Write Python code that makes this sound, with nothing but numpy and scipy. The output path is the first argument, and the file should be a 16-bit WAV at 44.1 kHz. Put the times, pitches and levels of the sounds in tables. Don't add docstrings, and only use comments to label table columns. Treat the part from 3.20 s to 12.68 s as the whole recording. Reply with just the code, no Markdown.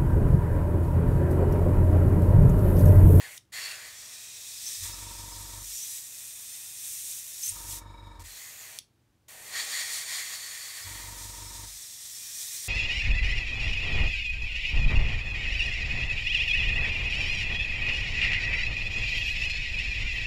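import sys
import numpy as np
from scipy import signal
from scipy.fft import rfft, irfft, next_fast_len
from scipy.io import wavfile

SR = 44100
rng = np.random.default_rng(int(sys.argv[2]) if len(sys.argv) > 2 else 0)


def materialize(psi):
    bounded = np.clip(np.atleast_2d(psi).T, -1, 1)
    quanta = np.round(bounded * 32767).astype(np.int16)
    wavfile.write(sys.argv[1], SR, quanta)


def attenuation_scalar(level_db):
    decades = np.asarray(level_db, float) / 20
    return 10 ** decades


N = 418068

# (switch on [s], up to speed [s], switch off [s], shaft rate [turns/s],
# a piston stroke [s], a trough of the magnet buzz [s])
COMPRESSOR_RUNS = [
    (1.55, 1.635, 2.44, 23.525, 1.7416, 1.7479),
    (4.26, 4.33, 5.035, 23.53, 4.4481, 4.4514),
    (7.6, 7.655, 8.475, 23.54, 7.7573, 7.7847),
]


def amp_of(points, hz):
    p = np.array(points, float)
    return attenuation_scalar(np.interp(np.log(hz + 1), np.log(p[:, 0]), p[:, 1]))


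def rms_one(x):
    return x / np.sqrt(np.mean(x ** 2) + 1e-20)


def resonances(peaks, hz):
    power = sum(attenuation_scalar(db) ** 2 / (1 + (2 * (hz - f) / w) ** 2) ** 0.964 for f, w, db in peaks)
    return np.sqrt(power) / (1 + (.5 * peaks[0][0] / (hz + 1)) ** 4)


def filtered(x, gain_at):
    size = next_fast_len(N)
    hz = np.arange(size // 2 + 1) * SR / size
    return irfft(rfft(x, size) * gain_at(hz), size)[..., :N]


def coloured(gain_at):
    return rms_one(filtered(rng.standard_normal(next_fast_len(N)), gain_at))


def drift(rate):
    r = np.exp(-2 * np.pi * rate / SR)
    return rms_one(signal.lfilter([1], [1, -2 * r, r * r], rng.standard_normal(N + SR))[SR:])


def ring(clicks, hz, t60):
    r, w = attenuation_scalar(-60 / (t60 * SR)), 2 * np.pi * hz / SR
    return signal.lfilter([0, np.sin(w)], [1, -2 * r * np.cos(w), r * r], clicks + 1e-18)


def switch(on, off, rise_s, fall_s):
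    t = np.arange(N) / SR
    rise = 1 - np.exp(-np.maximum(t - on, 0) / rise_s)
    return rise * np.exp(-np.maximum(t - off, 0) / fall_s)


def swings():
    # (closest time [s], stroke length [s], rise of the jet [dB], rise in the hollows [dB])
    strokes = [(0.041, 0.087, 2.5, 4), (0.428, 0.406, 2.5, 1.5), (1.352, 0.19, 2.5, -2),
               (1.501, 0.304, 7, 5.5), (1.649, 0.253, 6.5, 7.5), (1.798, 0.18, 0.5, 2.5),
               (2.581, 0.352, 6, -1), (2.739, 0.273, 5.5, 4), (3.739, 0.47, 4.5, -1.5), (3.916, 0.31, 4, 1),
               (4.268, 0.236, 8, 1), (4.528, 0.168, 7.5, 5.5), (5.216, 0.236, 1.5, 1.5),
               (5.431, 0.172, 0, 3.5), (6.393, .16, 0, 7), (6.575, 0.245, 3.5, 7), (6.753, 0.266, 8, 4.5),
               (6.855, .08, -3, -5), (6.967, 0.245, 5.5, 8.5), (4.575, .04, 0, 12), (7.15, .08, 2, 2),
               (8.03, 0.245, 3, 1), (9.22, 0.2, 3, 1), (9.36, .12, 2, 1)]
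    t = np.arange(0, N / SR + .01, .005)
    rises = 0
    for closest, length, *rises_db in strokes:
        swell = np.cos(np.pi * np.clip((t - closest) / length, -.5, .5)) ** 2
        rises = rises + np.outer(rises_db, swell)
    return [np.interp(np.arange(N) / SR, t, db) for db in rises]


def spray():
    # (valve opens [s], valve shuts [s], pressure [dB], opening time [s])
    pulls = [
        (-1, .174, 0, .003),
        (.32, 4.59, 0, .012),
        (4.995, 5.025, -6, .002),
        (5.035, 5.584, 0, .012),
        (6.081, 10, 0, .003),
    ]
    # (time [s], nearness of nozzle [dB], aim into hollows [dB], aim across edges [dB])
    hand = [(0, -7, 5.5, -11), (.17, -4, -8, -11), (.33, -2.5, 8, 0.5), (.6, -6, 7, 4),
            (.8, -6.5, -2.5, 10.5), (1.3, -3, -10.5, 10.5), (2.0, -2.5, -10, 8.5), (2.9, 0.5, -16.5, 2),
            (4.1, 2, -17, 1.5), (4.6, -0.5, -18, 4), (5.05, -4.5, -2.5, 3.5), (5.58, -5, -4, 0.5),
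            (6.22, -5.5, -4, -10), (6.36, -0.5, 6.5, 10.5), (7.75, -0.5, 1.5, 3.5), (8.1, -4, -5.5, 9.5),
            (8.8, -2, -10.5, 8), (9.48, 4, -9.5, 6.5)]
    # (time [s], level [dB])
    plates = [(0, 2), (.17, -2), (.6, 0), (1.2, 1), (1.5, -3), (2.5, 0), (3.4, 2), (4.5, 0), (5.1, -1),
              (5.55, 2), (6.24, -3), (6.36, 3), (7.0, 2), (7.3, -2), (8.4, 0), (8.7, -4), (9.1, -5),
              (9.48, -4)]
    # (frequency [Hz], level [dB per Hz])
    free_jet = [(880, -53.5), (1500, -25.5), (1900, -22), (2250, -12), (2650, -11), (3800, -16),
                (4670, -17), (5800, -3), (8500, -0.5), (10400, -1.5), (15600, -7.5)]
    # (frequency [Hz], level [dB per Hz])
    plate_wash = [(150, -19), (300, -14), (600, -3.5), (1100, -4.5), (1350, -5), (1650, -2), (2600, 1.5),
                  (4500, -10.5), (9000, -21.5)]
    # (frequency [Hz], width [Hz], level [dB])
    hollow_modes = [(1122, 29, -5.5), (1857.2, 96.2, 4), (2037, 70, 1.5), (2301.5, 140, -0.5),
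                    (3356, 250, -4), (3700, 100, -16), (4405, 440, 0), (5636, 130, -15.5),
                    (5930, 120, -33.5), (6984, 350, -2), (7480, 28, -9.5), (7930, 49, -10), (8210, 60, -4),
                    (9300, 510, -7), (11400, 120, -21.5), (12800, 250, -13)]
    # (frequency [Hz], width [Hz], level [dB])
    edge_modes = [(5077, 69, 1), (5506, 50, 0.5), (6200, 40, -4.5), (7070, 63, -13), (7465, 52, -2.5),
                  (7844, 81, -5.5), (8290, 69, -5), (8620, 99, -7), (8960, 110, -7.5), (10940, 44, -14.5),
                  (12200, 140, -23), (12800, 110, -16), (12400, 42.5, -10.5)]
    # (frequency [Hz], level [dB per Hz])
    edge_bed = [(2500, -26), (3500, -5.5), (5000, -9), (5600, -3.5), (9500, -6.5), (10400, -26),
                (12500, -24.5), (15800, -19)]

    t = np.arange(N) / SR
    flow = sum(attenuation_scalar(db) * switch(on, off, open_s, fall_s=0.007) for on, off, db, open_s in pulls)
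    hand_s, *columns = np.transpose(hand)
    near, into, across = [np.interp(t, hand_s, c) for c in columns]
    plate_db = np.interp(t, *np.transpose(plates))
    jet_rise, hollow_rise = swings()
    spatter = 0.616 * drift(8.0) + 0.7 * drift(410)

    free_db = -43.5 + near + jet_rise + spatter
    hollow_db = -46 + near + into + hollow_rise + 0.98 * spatter + 0.65 * drift(28)
    edge_db = -52 + near + across + 0.8 * jet_rise + 0.93 * spatter + 0.88 * drift(25)
    wash_db = -54 + plate_db + np.minimum(0.614 * into, 5.5) - 0.26 * across - 0.22 * jet_rise + spatter

    free = attenuation_scalar(free_db) * coloured(lambda hz: amp_of(free_jet, hz))
    hollow = attenuation_scalar(hollow_db) * coloured(lambda hz: resonances(hollow_modes, hz))
    edge = attenuation_scalar(edge_db) * coloured(lambda hz: np.hypot(resonances(edge_modes, hz), amp_of(edge_bed, hz)))
    wash = attenuation_scalar(wash_db) * coloured(lambda hz: amp_of(plate_wash, hz))
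    return flow * (free + hollow + edge + wash)


def desk(x):
    # (frequency [Hz], width [Hz], gain [dB])
    desk_dips = [(2840, 91, -2.5), (2206, 69, -6.5), (3865, 120, 1.5), (5120, 320, -0.5), (5243, 100, -4),
                 (6390, 100, -2), (7654, 140, -1.5), (8853, 120, -4), (11300, 150, -1), (10488, 570, -6.5),
                 (13800, 300, 1), (14960, 1100, -2.5)]

    def gain_at(hz):
        return attenuation_scalar(sum(db / (1 + (2 * (hz - f) / w) ** 2) for f, w, db in desk_dips))

    return filtered(x, gain_at)


def singing():
    # (start [s], length [s],
    # frequency [Hz], width [Hz], level [dB])
    sung_parts = [(.7, 1.437, 2537, 400, -60), (0.75, 1.23, 3792, 200, -59.5), (0, 0.08, 1830, 150, -50),
                  (0, .1, 1600, 300, -57), (0, .17, 2080, 200, -56), (.33, .08, 1950, 300, -47),
                  (.33, .06, 4300, 500, -50), (.445, .03, 4350, 400, -45), (0.341, 0.34, 1594, 350, -55),
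                  (.34, 0.239, 2670, 350, -49), (.34, 0.19205, 5464, 200, -51.5),
                  (.335, 0.21, 4440, 350, -48.5), (6.351, 1.41, 4477, 200, -52),
                  (0.699, 0.462, 5700, 201, -60), (.75, 0.66, 8300, 250, -71), (2.5, .13, 5570, 90, -49),
                  (2.565, .1, 6050, 350, -44), (2.68, .07, 5900, 300, -49), (2.55, .06, 8300, 1200, -48),
                  (2.74, .08, 7900, 200, -50), (2.531, 0.084, 7050, 250, -44.5),
                  (2.901, 0.81, 8660, 250, -53.5), (3.6, 0.38, 8400, 350, -49),
                  (3.6, 0.47, 9550, 250.2, -52.5), (5.081, 0.12, 4140, 500, -55),
                  (5.103, 0.424, 6720, 597, -55.5), (5.06, 0.53, 12600, 900, -60),
                  (5.06, .53, 14200, 1800, -58), (8.65, 0.45, 5740, 220, -56), (9.0, .26, 5700, 300, -52),
                  (9.3, .25, 5760, 200, -50), (9.13, 0.17, 9050, 200, -50), (9.33, .2, 9050, 250, -51),
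                  (9.14, .28, 6320, 150, -53), (9.05, .5, 7350, 300, -54), (8.9, .6, 2480, 250, -62),
                  (9.34, .07, 4200, 300, -52), (9.0, .5, 5350, 120, -58), (4.755, .12, 3800, 50, -65),
                  (2.8, 1.0, 2520, 120, -65), (2.8, 1.0, 3600, 200, -62), (5.2, .1, 2030, 150, -58),
                  (5.43, .07, 1950, 400, -57), (4.64, .05, 3720, 60, -70), (3.62, .16, 12500, 900, -56),
                  (3.64, .14, 14200, 200, -62), (4.2, .12, 12300, 700, -54), (1.62, .06, 6000, 250, -49),
                  (6.27, .07, 2050, 400, -54), (6.36, .07, 4350, 400, -45), (6.54, .08, 4500, 400, -45),
                  (6.09, .2, 1900, 300, -62), (6.7, .1, 9300, 500, -49), (6.95, .1, 2000, 400, -47),
                  (6.45, 1.1, 6950, 600, -50), (6.5, .6, 8900, 1200, -50), (5.385, .03, 7200, 400, -48),
                  (6.06, .5, 750, 800, -61)]
    out = np.zeros(N)
    for start_s, length, hz, width_hz, db in sung_parts:
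        start, full = round(start_s * SR), round(length * SR)
        n = min(full, N - start)
        r = np.exp(-np.pi * width_hz / SR)
        chance = signal.lfilter([1], [1, -2 * r, r * r], rng.standard_normal((2, full)))
        chance = rms_one(chance)[:, :n]
        angle = 2 * np.pi * hz * np.arange(n) / SR
        tone = chance[0] * np.cos(angle) + chance[1] * np.sin(angle)
        out[start:start + n] += attenuation_scalar(db) * signal.windows.tukey(n, .4) * tone
    return out


def room(x):
    t = np.arange(round(.5 * SR)) / SR
    t60_s = 0.192
    tail = rng.standard_normal(len(t)) * attenuation_scalar(-60 * t / t60_s) * (t > .003)
    tail = signal.lfilter(*signal.butter(1, 7000, fs=SR), tail)
    return signal.fftconvolve(x, tail / np.sqrt(np.sum(tail ** 2)))[:N]


def room_tone():
    # (frequency [Hz], level [dB rms])
    hum_tones = [(99.9, -76), (120.0, -76), (238, -89.5)]
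    # (frequency [Hz], level [dB per Hz])
    room_air = [(15, -47.5), (25, -23.5), (43, -13.5), (76, -6), (107, -13.5), (130, -9), (174, -13.5),
                (235, -15), (261, -17.5), (316, -14.5), (500, -23.5), (6850, -35.5), (15800, -41.5)]
    t = np.arange(N) / SR
    hum = sum(np.sqrt(2) * attenuation_scalar(db) * np.sin(2 * np.pi * (hz * t + rng.random())) for hz, db in hum_tones)
    return attenuation_scalar(-70.5) * coloured(lambda hz: amp_of(room_air, hz)) + hum


def valve():
    # (time [s], peak level [dB])
    trigger_clicks = [
        (0.1755, -37),
        (0.178, -33),
        (0.2524, -64),
        (4.996, -44.5),
        (5.5881, -23.5),
        (6.0842, -45.5),
    ]
    # (frequency [Hz], level [dB], t60 [s])
    body_modes = [(3550, -2, 0.003), (4300, -5, 0.002), (5000, -2, 0.0017), (5600, 0, .002),
                  (6500, 1, 0.002), (7500, -4, 0.0015), (8800, -2, 0.0018), (9500, 0, .002),
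                  (14970, -6.5, .002)]
    clicks = np.zeros(N)
    clicks[[round(s * SR) for s, db in trigger_clicks]] = attenuation_scalar(np.array(trigger_clicks)[:, 1])
    clicks = clicks + attenuation_scalar(-10.5) * np.roll(clicks, round(0.0036 * SR))
    puff_s, strike_db = .0011, 9
    puff_shape = np.exp(-np.arange(round(.012 * SR)) / SR / puff_s)
    puff = signal.fftconvolve(clicks, puff_shape)[:N]
    puffs = puff * rng.choice([-1, 1], (len(body_modes), N))
    ticks = 0
    for air, (hz, db, t60) in zip(puffs, body_modes):
        ticks = ticks + attenuation_scalar(db) * ring(air + attenuation_scalar(strike_db) * clicks, hz, t60)
    return attenuation_scalar(-17.0) * signal.sosfilt(signal.butter(4, 2900, "high", fs=SR, output="sos"), ticks)


def split_bands(mono):
    split_moments = [.553, .578, .785, 1.387, 1.55, 1.737, 2.132, 2.342, 2.411, 2.852, 3.339, 3.64, 5.336,
                     5.745, 5.801, 6.032, 6.265, 7.634, 7.845, 7.89, 8.099, 8.286, 8.33, 8.959, 9.284]
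    low_hz, high_hz, width_hz, second_chance = 4700, 14500, 1500, .45
    side, n = np.zeros(N), round(.04 * SR)
    hz = np.arange(n // 2 + 1) * SR / n
    for s, (first, second, both) in zip(split_moments, rng.random((len(split_moments), 3))):
        start = round(s * SR) - n // 2
        at = slice(start, start + n)
        places = np.array([first ** 2, second][:1 + (both < second_chance)])
        centres = low_hz + (high_hz - low_hz) * places
        inside = np.any(abs(hz - centres[:, None]) < width_hz / 2, axis=0)
        side[at] += attenuation_scalar(-0.5) * np.hanning(n) * irfft(rfft(mono[at][::-1]) * inside, n)
    return side


def whistles():
    # (start [s], length [s], first frequency [Hz], last frequency [Hz], level [dB])
    edge_whistles = [
        (1.457, 0.032, 6000, 6300, -33),
        (1.458, 0.024, 5500, 5490, -37.5),
        (1.51, 0.035, 5600, 5897, -43),
        (4.225, 0.0112, 5450, 5640, -35),
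        (4.231, 0.021, 6150, 6300, -27),
        (4.253, 0.0146, 6030, 6407, -26),
        (4.277, 0.0072, 5970, 6300, -28),
        (4.285, 0.0122, 6760, 7174, -30.5),
        (4.287, 0.0166, 8200, 9700, -25.5),
    ]
    out, wobble = np.zeros(N), drift(250)
    for start_s, length, first_hz, last_hz, db in edge_whistles:
        start, n = round(start_s * SR), round(length * SR)
        at = slice(start, start + n)
        hz = np.linspace(first_hz, last_hz, n) + 90 * wobble[at]
        loudness = attenuation_scalar(db - 2 + 3.3 * wobble[::-1][at]) * np.hanning(n) ** 0.33
        out[at] += loudness * np.sin(2 * np.pi * np.cumsum(hz) / SR)
    return out


def compressor():
    # (multiple of the shaft rate, level [dB rms])
    shaft_orders = [(2, -50), (3, -62), (4, -54), (5, -72), (6, -70), (7, -82), (8, -74), (9, -79),
                    (10, -72), (11, -82), (12, -83), (13, -66), (14, -75), (15, -71), (20, -71), (24, -71),
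                    (26, -75), (28, -78), (30, -77), (38, -76), (39, -61.5), (40, -59), (41, -72),
                    (42, -71), (43, -72), (44, -69), (45, -74), (46, -76), (47, -77), (49, -72), (50, -76),
                    (53, -78), (54, -75), (57, -76)]
    # (frequency [Hz], width [Hz], level [dB])
    casing_modes = [(932.5, 50, -14), (1265, 160, -18.5), (1760, 81, -22), (2259, 60, -24)]
    # (frequency [Hz], width [Hz], level [dB])
    cowl_modes = [(3705, 70, -7.5), (3805, 56, -7), (4175.3, 50, -21), (5190, 220, -17), (6910, 170, -20),
                  (8100, 65, -20), (8470, 120, -24), (9850, 60, -22.5), (10950, 40, -25), (13110, 80, -24),
                  (13763, 40, -24)]
    # (frequency [Hz], level [dB per Hz])
    motor_air = [(88, -29), (150, -11), (700, -19), (950, -19), (1500, -25), (2300, -26.5), (2900, -39),
                 (13500, -41), (14500, -52), (15300, -65)]
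    # (cycles added per shaft turn, level [dB rms])
    buzz_sides = [(-1, -77), (1, -74), (2, -68.5), (4, -78)]
    # (time [s], frequency [Hz], level [dB])
    foot_jolts = [
        (1.635, 93.4, -46.5),
        (4.327, 95, -53.5),
        (5.0, 89.2, -48),
        (5.06, 92, -54),
        (4.37, 95, -56),
        (7.664, 93.8, -51),
    ]
    t, out = np.arange(N) / SR, np.zeros(N)
    rattle = attenuation_scalar(-62.5) * coloured(lambda hz: resonances(casing_modes, hz))
    fan_db = -63.5 + 1.13 * drift(9.1)
    fan = attenuation_scalar(fan_db) * coloured(lambda hz: resonances(cowl_modes, hz) / (1 + (hz / 14200) ** 24))
    air = attenuation_scalar(-63.5) * coloured(lambda hz: amp_of(motor_air, hz))
    shake = attenuation_scalar(1.2 * drift(23.8))

    for on, fast, off, rate, stroke, trough in COMPRESSOR_RUNS:
        at = slice(round((on - .05) * SR), round((off + .5) * SR))
        turns = rate * (t[at] - stroke)
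        buzz = 99.86 * (t[at] - trough)
        body = switch(on + 0.03, off - .02, rise_s=0.06, fall_s=0.1)
        body = (body * switch(on, off + .09, rise_s=.02, fall_s=.04))[at]
        works = switch(fast - .025, off - .02, rise_s=0.028, fall_s=0.045)[at] ** 2
        strain = attenuation_scalar(8.0 * np.exp(-np.maximum(t[at] - fast, 0) / .2))

        for k, db in shaft_orders:
            if k > 22:
                lag = .05 * (k - 39) + .0875 * max(k - 40, 0) ** 2
            elif k > 4.5:
                lag = .018 * (k - 4)
            else:
                lag = 0
            swell = body if k < 3.5 else works if k < 4.5 else works * shake[at]
            out[at] -= np.sqrt(2) * attenuation_scalar(db) * swell * np.cos(2 * np.pi * (k * turns - lag))

        magnet = switch(on, off, rise_s=.04, fall_s=0.039)[at]
        out[at] -= np.sqrt(2) * attenuation_scalar(-57) * magnet * np.cos(2 * np.pi * buzz)
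        for k, db in buzz_sides:
            out[at] -= np.sqrt(2) * attenuation_scalar(db) * works * np.cos(2 * np.pi * (buzz + k * turns - .07 * k))

        pulse = np.cos(2 * np.pi * (turns - .1))
        knocked = rattle[at] * strain * attenuation_scalar(3.36 * pulse)
        out[at] += works * (knocked + fan[at] * attenuation_scalar(0.97 * pulse) + air[at])

    for s, hz, db in foot_jolts:
        out += attenuation_scalar(db + 7.5) * np.exp(-.5 * ((t - s) / 0.01525) ** 2) * np.sin(2 * np.pi * hz * (t - s))
    return out


def knocks():
    # (frequency [Hz], level [dB], t60 [s], slaps per turn)
    knock_modes = [(2285, -58, .09, 1), (1780, -57, .035, 2), (1690, -64, .04, 2)]
    place, spread_db = -.24, 2.2
    out = np.zeros(N)
    slap = np.hanning(round(.008 * SR))
    for hz, db, t60, slaps in knock_modes:
        times = []
        for on, fast, off, rate, stroke, trough in COMPRESSOR_RUNS:
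            first = stroke + (place - np.floor((stroke - fast) * rate)) / rate
            times.append(np.arange(first, off, 1 / rate / round(slaps)))
        s = np.concatenate(times)
        clicks = np.zeros(N)
        clicks[(s * SR).astype(int)] = attenuation_scalar(db + spread_db * rng.standard_normal(len(s)))
        push = slap * np.cos(2 * np.pi * hz * np.arange(len(slap)) / SR) * 2 / slap.sum()
        out += ring(signal.oaconvolve(clicks, push)[:N], hz, t60)
    return out


def scene():
    brush = desk(spray()) + singing() + whistles() + valve()
    mono = brush + attenuation_scalar(-13.5) * room(brush) + compressor() + knocks() + room_tone()
    return np.array([mono, mono])


def band_limit(x):
    return signal.sosfilt(signal.butter(12, 16950, fs=SR, output="sos"), x)


def record(dry):
    cutoff_hz, slope_hz = 15745, 25
    cut = filtered(dry, lambda hz: .5 - .5 * np.tanh((hz - cutoff_hz) / slope_hz))
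    mix = cut + split_bands(cut[0]) * [[1], [-1]]
    return band_limit(mix)


dry = scene()
out = record(dry)
materialize(out)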